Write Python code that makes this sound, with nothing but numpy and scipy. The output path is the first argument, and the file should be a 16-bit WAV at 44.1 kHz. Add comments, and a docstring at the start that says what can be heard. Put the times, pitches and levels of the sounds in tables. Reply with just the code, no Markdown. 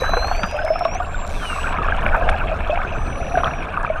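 """Dolphins under choppy water

Dolphins whistle and buzz, heard through a camera housing just below the surface. Thin, gliding
whistles overlap; one animal clicks slowly, then so fast that the clicks blur into a buzz.
Close by, bubbles ring like tiny bells, wavelets slap and fizz, and water rumbles around the housing."""
import sys
import numpy as np
from scipy import signal
from scipy.fft import rfft, irfft, next_fast_len
from scipy.io import wavfile
from scipy.ndimage import uniform_filter1d

SR = 44100
rng = np.random.default_rng(int(sys.argv[2]) if len(sys.argv) > 2 else 0)


def inscribe(sig):
    """Save sig as 16-bit PCM at rate SR to the path in sys.argv[1].

    A 1-D sig is mono; a 2-D sig holds one channel per row.
    Samples are clipped to [-1, 1] before scaling.
    """
    pcm = np.round(np.clip(np.atleast_2d(sig).T, -1, 1) * 32767)
    wavfile.write(sys.argv[1], SR, pcm.astype(np.int16))


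N = 176400   # 4 seconds

# How strongly each pitch of the water comes through the housing: (frequency [Hz], gain [dB])
HOUSING = [(150, 0.5), (330, -14.5), (500, -7.5), (680, 2.5), (900, -4.5), (1250, -2), (1620, -1),
           (1900, -10), (2200, -12), (2600, -9.5), (3000, -19.5), (3800, -17), (4600, -33.5), (5600, -30),
           (6800, -35.5), (8400, -33), (11000, -41.5), (15000, -44.5)]


def from_db(db):
    """Turn decibels into a factor to multiply a sound by."""
    return 10 ** (np.asarray(db) / 20)


def rms_one(x):
    """Scale a signal so that its average strength (RMS) is 1."""
    return x / np.sqrt(np.mean(x ** 2) + 1e-20)


def in_time(rows):
    """Join (time, value, ...) rows with straight lines: one curve for each value column."""
    times, *columns = np.transpose(rows)
    return [np.interp(np.arange(N) / SR, times, column) for column in columns]


def drift(rate_hz):
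    """A smooth random wobble of typical size 1; a higher rate wobbles faster."""
    step, warm_up = 40, 2000   # samples
    pole = np.exp(-2 * np.pi * rate_hz * step / SR)
    noise = rng.standard_normal(N // step + warm_up + 2)
    slow = signal.lfilter([1], [1, -2 * pole, pole * pole], noise)[warm_up:]
    return np.interp(np.arange(N) / step, np.arange(len(slow)), rms_one(slow))


def colour(x, points):
    """Make some pitches louder and others softer, following (frequency [Hz], gain [dB]) points."""
    size = 2 * next_fast_len(len(x) // 2 + 4096)
    hz, db = np.transpose(points)
    grid_hz = np.arange(size // 2 + 1) * SR / size
    gain = from_db(np.interp(np.log(grid_hz + 1), np.log(hz), db))
    # Make the filter ring only after a sound, never before it (minimum phase).
    cepstrum = irfft(np.log(gain))
    cepstrum[1:size // 2] *= 2
    cepstrum[size // 2 + 1:] = 0
    return irfft(rfft(x, size) * np.exp(rfft(cepstrum)))[:len(x)]


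def dying(t, t60):
    """A fade that drops by 60 dB in t60 seconds, the fade time."""
    return np.exp(-np.log(1000) * t / t60)


def ring(t, hz, t60):
    """A bubble rings as a dying tone whose pitch rises as it nears the surface."""
    rise = 0.079   # share of the pitch gained in one fade time
    return dying(t, t60) * np.sin(2 * np.pi * hz * t * (1 + rise * t / (2 * t60)))


def smear(pulses, t60):
    """Spread each pulse into a short, dying patter of the same energy."""
    t = np.arange(SR // 40) / SR
    tail = rng.standard_normal(len(t)) * dying(t, t60)
    return signal.fftconvolve(pulses, tail / np.linalg.norm(tail))[:N]


def burst(t60, points):
    """A splash: noise that swells fast and dies away, with the tone colour given by points."""
    t = np.arange(SR // 8) / SR
    fade = dying(t, t60)
    swell = 1 - np.exp(-t / (0.031 * t60))
    sound = colour(rng.standard_normal(len(t)) * swell * fade, points)
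    return rms_one(sound) * np.sqrt(np.mean(fade ** 2))


def add(out, start_s, sound):
    """Mix a sound into out at the given time."""
    i = max(int(start_s * SR), 0)
    out[i:i + len(sound)] += sound[:max(N - i, 0)]


def flow():
    """Water pushes against the housing, making a deep rumble and a lumpy churn above it."""
    # How loud the rumble and the churn are: (time [s], relative level [dB])
    rumble_levels = [(0, -23), (.4, -22.5), (.75, -32), (1.15, -25.5), (1.5, -25.5), (2.1, -20.5),
                     (2.6, -21.5), (2.9, -25.5), (3.25, -22.5), (3.6, -29.5), (4, -27)]
    churn_levels = [(0, -32.5), (.42, -40), (.7, -41.5), (1.3, -38.5), (2.1, -32), (2.9, -36), (3.4, -32.5),
                    (4, -39.5)]
    # Their tone colours: (frequency [Hz], gain [dB])
    rumble_colour = [(10, -22), (20, 4.5), (27, 1.5), (36, -5), (55, -11.5), (76, -5.5), (98, -18.5),
                     (300, -73.5), (3000, -120)]
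    churn_colour = [(60, -18), (110, 2.5), (220, -2), (330, -7), (480, -4), (650, -15.5), (1200, -46.5),
                    (8000, -100)]
    rumble_db, = in_time(rumble_levels)
    churn_db, = in_time(churn_levels)
    rumble = rms_one(colour(rng.standard_normal(N), rumble_colour))
    lumps = rng.standard_normal(N) * from_db(2.5 * drift(18))
    churn = rms_one(colour(lumps, churn_colour))
    return from_db(rumble_db + 1.5) * rumble + from_db(churn_db + 1.5) * churn


def crackle(pops_per_s=70, spread_db=5, kinds=6):
    """Tiny bubbles burst in scattered pops, louder as a dolphin breaks the surface."""
    # How loud the crackle is: (time [s], level [dB])
    levels = [(0, -60), (1.1, -72), (1.85, -81), (2.0, -62), (2.25, -70), (2.9, -72), (3.2, -80)]
    # Its bright tone colour: (frequency [Hz], gain [dB])
    pop_colour = [(3000, -15), (5000, -4), (7000, -5), (9000, -5), (13000, 0), (15000, -29)]
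    db, = in_time(levels)
    strengths = from_db(spread_db * np.minimum(rng.exponential(1, N), 4))
    pops = strengths * (rng.random(N) < pops_per_s / SR)
    kind = rng.integers(0, kinds, N)   # each kind of pop gets its own patter
    patter = sum(smear(pops * (kind == k), t60=0.014) for k in range(kinds))
    return from_db(db) * rms_one(colour(patter, pop_colour))


def swarm(stir, low_hz, high_hz, per_s, cycles, spread_db, near_db, far_db):
    """Many bubbles of similar size ring in clumps, over the smooth wash of far ones."""
    stir_db, = in_time(stir)
    strengths = from_db(spread_db * np.minimum(rng.exponential(1, N), 4)) * rng.choice([-1, 1], N)
    chance = per_s * from_db(4 * drift(18)) / SR
    born = np.flatnonzero(rng.random(N) < chance)[:, None]
    hz = low_hz * (high_hz / low_hz) ** rng.random(N)[born]
    age = np.arange(int(SR * cycles / low_hz))   # samples
    rings = strengths[born] * ring(age / SR, hz, cycles / hz)
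    near = np.bincount((born + age).ravel(), rings.ravel(), N)[:N]   # add each ring at its own time
    band = signal.butter(3, [low_hz * 0.77, min(high_hz * 0.98, .45 * SR)], "band", fs=SR, output="sos")
    near = rms_one(colour(signal.sosfilt(band, near), HOUSING))
    far = rms_one(colour(signal.sosfilt(band, rng.standard_normal(N)), HOUSING))
    return from_db(stir_db) * (from_db(near_db) * near + from_db(far_db) * far)


def surface():
    """The choppy surface stirs up four swarms of bubbles; the smaller they are, the higher they ring."""
    # How strongly each size is stirred: (time [s], relative level [dB])
    large = [(0, -33), (.75, -29), (1.2, -35.5), (1.5, -35.5), (2.15, -24), (2.6, -30), (2.9, -34.5),
             (3.35, -30), (4, -39)]
    medium = [(0, -32), (.7, -36.5), (1.35, -39), (1.6, -30), (2.17, -29.5), (2.58, -35), (2.82, -30.5),
              (3.22, -40), (3.5, -35), (3.8, -29), (4, -35)]
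    small = [(0, -43), (.4, -41.5), (1.25, -45), (1.7, -36), (2.1, -39.5), (2.8, -39), (3.2, -45),
             (3.602, -40.5), (4, -44.5)]
    fizz = [(0, -51), (.9, -58.5), (1.3, -53.5), (2.1, -53.5), (2.5, -54.5), (3.3, -53.5), (4, -60.5)]
    # One swarm per size: (lowest pitch [Hz], highest pitch [Hz], typical rate [bubbles/s],
    # fade time [cycles], loudness spread [dB], near gain [dB], far gain [dB])
    swarms = [(520.7, 906, 130, 38, 1.5, -0.5, -8), (900, 1901, 470, 56, 4.5, 2, -6),
              (2144, 3523, 500, 59, 4, 3, -6), (4095, 15200, 600, 42, 2.5, -1.5, -0.5)]
    return sum(swarm(stir, *row) for stir, row in zip((large, medium, small, fizz), swarms))


def slaps():
    """Wavelets slap close by, each a short splash that is strongest over a broad range of pitches."""
    # The slaps: (time [s], centre frequency [Hz], relative level [dB], fade time [s])
    wavelets = [(.032, 1520, -26, 0.088), (.092, 1130, -23.5, 0.033), (.243, 900, -27.5, 0.04),
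                (.280, 1100, -26.5, 0.019), (0.134, 1080, -18.5, 0.04), (.168, 900, -23, 0.043),
                (.310, 1160, -29, 0.1), (0.437, 1200, -25, 0.059), (0.4327, 3950, -21.5, .018),
                (.676, 1000, -24, .022), (0.849, 4300, -27, 0.027), (1.726, 3600, -35, 0.027),
                (2.062, 1660, -22, 0.028), (2.144, 1440, -22, 0.081), (2.289, 2490, -17.5, 0.023),
                (3.371, 2400, -31, 0.14), (3.433, 900, -28.5, 0.19), (3.465, 1610, -27, 0.097)]
    out = np.zeros(N)
    hz, housing_db = np.transpose(HOUSING)
    for start_s, centre_hz, db, t60 in wavelets:
        peak_db = -10 * np.log10(1 + (hz / centre_hz - centre_hz / hz) ** 2)
        treble_loss_db = 20 * np.log10(1 + (hz / (1.85 * centre_hz)) ** 2)
        slap_colour = np.transpose([hz, housing_db + peak_db - treble_loss_db])
        add(out, start_s, from_db(db + 9.5) * burst(t60, slap_colour))
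    return out


def ticks(t60=0.0058):
    """Bubbles burst against the housing with a sharp tick."""
    # The bursts: (time [s], level [dB])
    hits = [(1.965, -31), (2.151, -38), (2.2895, -37), (2.296, -19), (2.3, -21), (3.83, -31.5)]
    # Their tone colour: (frequency [Hz], gain [dB])
    tick_colour = [(2000, 18), (4300, 12.5), (6700, 4), (8500, 12), (12000, -21), (15000, -27)]
    out = np.zeros(N)
    for start_s, db in hits:
        add(out, start_s, from_db(db) * burst(t60, tick_colour))
    return out


def bubbles(swell_s=0.0014):
    """Single bubbles break loose nearby; each tone swells quickly and rings out."""
    # The bubbles: (time [s], starting pitch [Hz], relative level [dB], fade time [s])
    near_bubbles = [ (.020, 507, -6, 0.04), (.095, 654, -23, 0.044), (.168, 483, -11, 0.081),
                    (.243, 770, -10, 0.043), (.313, 724, -5.5, 0.034), (.433, 2580, -13.5, 0.018),
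                    (.543, 591, -15.5, 0.17), (.646, 628, -13.5, 0.1), (.683, 2130, -15.5, 0.025),
                    (1.152, 3600, -34, .05), (.436, 185, -12, 0.052), (.589, 1513, -14, 0.071),
                    (.600, 620, -18, 0.1), (.7035, 631, -5, 0.11), (.757, 687, -10.5, 0.041),
                    (0.757, 1260, -10.5, 0.026), (.853, 1090, -9.5, 0.047), (1.144, 1450, -13.5, 0.034),
                    (.807, 1296, -15.5, 0.039), (.808, 701, -10, 0.11), (.852, 654, -5, 0.069),
                    (.923, 730, -21, 0.028), (.951, 731, -14, 0.066), (1.000, 715, -13, 0.09),
                    (1.020, 1425, -17.5, 0.058), (1.002, 1184, -11.5, 0.036), (1.642, 1380, -11.5, 0.041),
                    (1.785, 1260, -12, .07), (1.817, 1180, -9.5, 0.034), (1.885, 1250, -0.5, 0.016),
                    (1.922, 1580, -2, 0.023), (2.064, 2220, 4.5, 0.0067), (2.129, 1460, -9.5, .035),
                    (2.143, 900, -6.5, 0.046), (2.291, 1490, -6.5, 0.021), (2.515, 634, -13.5, 0.11),
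                    (2.696, 602, -8, 0.092), (2.711, 2550, -21.5, 0.1), (2.7265, 683, -8, 0.088),
                    (2.774, 754, -2.5, 0.017), (2.802, 1500, -21, 0.071), (3.342, 728, -11.5, 0.14),
                    (3.354, 1536, -6, 0.021), (3.373, 674, -2.5, 0.052), (3.435, 1140, 9, 0.0068),
                    (3.444, 3173, -1, 0.0062), (3.457, 1260, -8, 0.029), (3.774, 1200, -1, 0.018),
                    (3.848, 1245, 5, 0.0077), (3.900, 626, -5.5, 0.058)]
    out, t = np.zeros(N), np.arange(SR // 5) / SR
    swell = 1 - np.exp(-t / swell_s)
    for start_s, hz, db, t60 in near_bubbles:
        add(out, start_s, from_db(db) * swell * ring(t, hz, t60))
    return out


def sonar():
    """A dolphin's slow clicks run into an even buzz; each click trails a brief patter of echoes."""
    # Single clicks: (time [s], relative level [dB])
    clicks = [(.011, 2.5), (.274, 3.5), (.366, -1), (0.513, 3), (.6505, 4), (.793, 3.5), (0.949, 1.5),
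              (1.267, -0.5), (1.277, 3)]
    # The buzz: (time [s], rate [clicks/s], relative level [dB])
    buzz = [(1.286, 118, -.5), (1.32, 137, 0), (1.356, 168, -.5), (1.41, 198, -1), (1.47, 204, .5),
            (1.6, 196, -.5), (1.69, 189, -4.5), (1.735, 190, -15)]
    # Tone colour of a click: (frequency [Hz], gain [dB])
    click_colour = [(2000, -36), (3300, -2), (3900, 4), (4700, -6.5), (5400, -2), (5950, 3), (6950, -12),
                    (8000, -3.5), (9300, -7), (12100, -14.5), (15000, -23)]
    t = np.arange(N) / SR
    rate, buzz_db = in_time(buzz)
    buzzing = (t >= buzz[0][0]) & (t <= buzz[-1][0])
    count = np.cumsum(rate * (1 + 0.002 * drift(23)) * buzzing) / SR
    # A pulse falls wherever the count passes a whole number, even between two samples.
    samples_off = (count - np.round(count)) * SR / rate
    pulses = np.sinc(samples_off) * np.exp(-(samples_off / 10) ** 2) * from_db(buzz_db) * buzzing
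    for start_s, db in clicks:
        add(pulses, start_s, from_db([db]))
    echoes = from_db(-17) * smear(pulses, t60=0.009)
    return from_db(-14) * colour(pulses + echoes, click_colour)


def whistles(fade_s=0.002, waver_share=0.00098, faint_below_db=-56):
    """Each whistle is one gliding tone; the fainter it is, the more it flickers as it crosses the waves."""
    # One list of points per whistle: (time [s], pitch [Hz], relative level [dB])
    glides = [
        [(0, 3930, -32), (.12, 4003, -32.5), (.24, 4146, -30.5), (.35, 4450, -42), (.46, 4800, -41.5),
         (.58, 5065, -49.5), (.74, 5300, -41), (.896, 5540, -41.5), (.948, 5780, -36.5), (.99, 6600, -54)],
        [(0, 6240, -44.5), (.218, 6020, -44.5), (.446, 5970, -44), (.526, 5850, -50), (.58, 5580, -62)],
        [(0, 11300, -58), (.12, 11400, -58), (.28, 11340, -57), (.37, 11700, -61), (.43, 11800, -73)],
        [(.15, 8200, -54), (.26, 7850, -59), (.36, 7500, -56), (.6, 6400, -64), (.79, 5950, -70)],
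        [(.37, 8500, -60), (.41, 8600, -60), (.52, 9300, -64), (.66, 10350, -70), (.71, 11000, -63),
         (.76, 11200, -69)],
        [(.82, 7227, -60), (.922, 7374, -69), (1.186, 7396, -44), (1.27, 7350, -49.5), (1.32, 6887, -55)],
        [(1.35, 3760, -46), (1.406, 3230, -42), (1.508, 2785, -31), (1.548, 2716, -33.5), (1.58, 2570, -46)],
        [(1.42, 8600, -56), (1.445, 9600, -48), (1.5, 8480, -45), (1.552, 7940, -45), (1.626, 7830, -46.5),
         (1.72, 7800, -50.5), (1.75, 8060, -73)],
        [(2.01, 9560, -68), (2.14, 9160, -67), (2.28, 8000, -76)],
        [(2.84, 6200, -68), (2.998, 5985, -51.5), (3.12, 5910, -48), (3.392, 5850, -49.5), (3.6, 5750, -50.5),
         (3.65, 5430, -70)],
        [(2.95, 7200, -57), (3, 8080, -62), (3.1, 8540, -55), (3.18, 9800, -70), (3.35, 10600, -55),
         (3.58, 11100, -70)],
        [(3.87, 5900, -65), (4, 6330, -74)],
        [(.31, 8700, -63), (.49, 9650, -72)],
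        [(.96, 9540, -70), (1.01, 8700, -66), (1.11, 9600, -70)],
        [(2.96, 9750, -73), (3.42, 8350, -71)],
        [(3.35, 9640, -80), (3.82, 8980, -66), (4, 9000, -70)],
    ]
    out, t = np.zeros(N), np.arange(N) / SR
    for glide in glides:
        hz, db = in_time(glide)
        hz = uniform_filter1d(hz, size=800)   # round off the corners of the glide
        hz *= 1 + waver_share * drift(20.6)
        tone = np.sqrt(2) * np.sin(2 * np.pi * np.cumsum(hz) / SR)
        flicker_db = (0.9 + 0.29 * np.maximum(faint_below_db - db, 0)) * drift(9.5)
        fade = np.clip(np.minimum(t - glide[0][0], glide[-1][0] - t) / fade_s, 0, 1)
        out += fade * from_db(db - 1.2 + flicker_db) * tone
    return out


def scene():
    """The dolphins and the nearby water, mixed into one channel."""
    return (surface() + whistles() + sonar() + bubbles() + slaps() + ticks() + crackle() + flow())[None]


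def record(dry, cutoff_hz=15300):
    """The highest treble is cut off steeply."""
    return signal.sosfilt(signal.ellip(10, .1, 80, cutoff_hz, fs=SR, output="sos"), dry)


dry = scene()
out = record(dry)
inscribe(out)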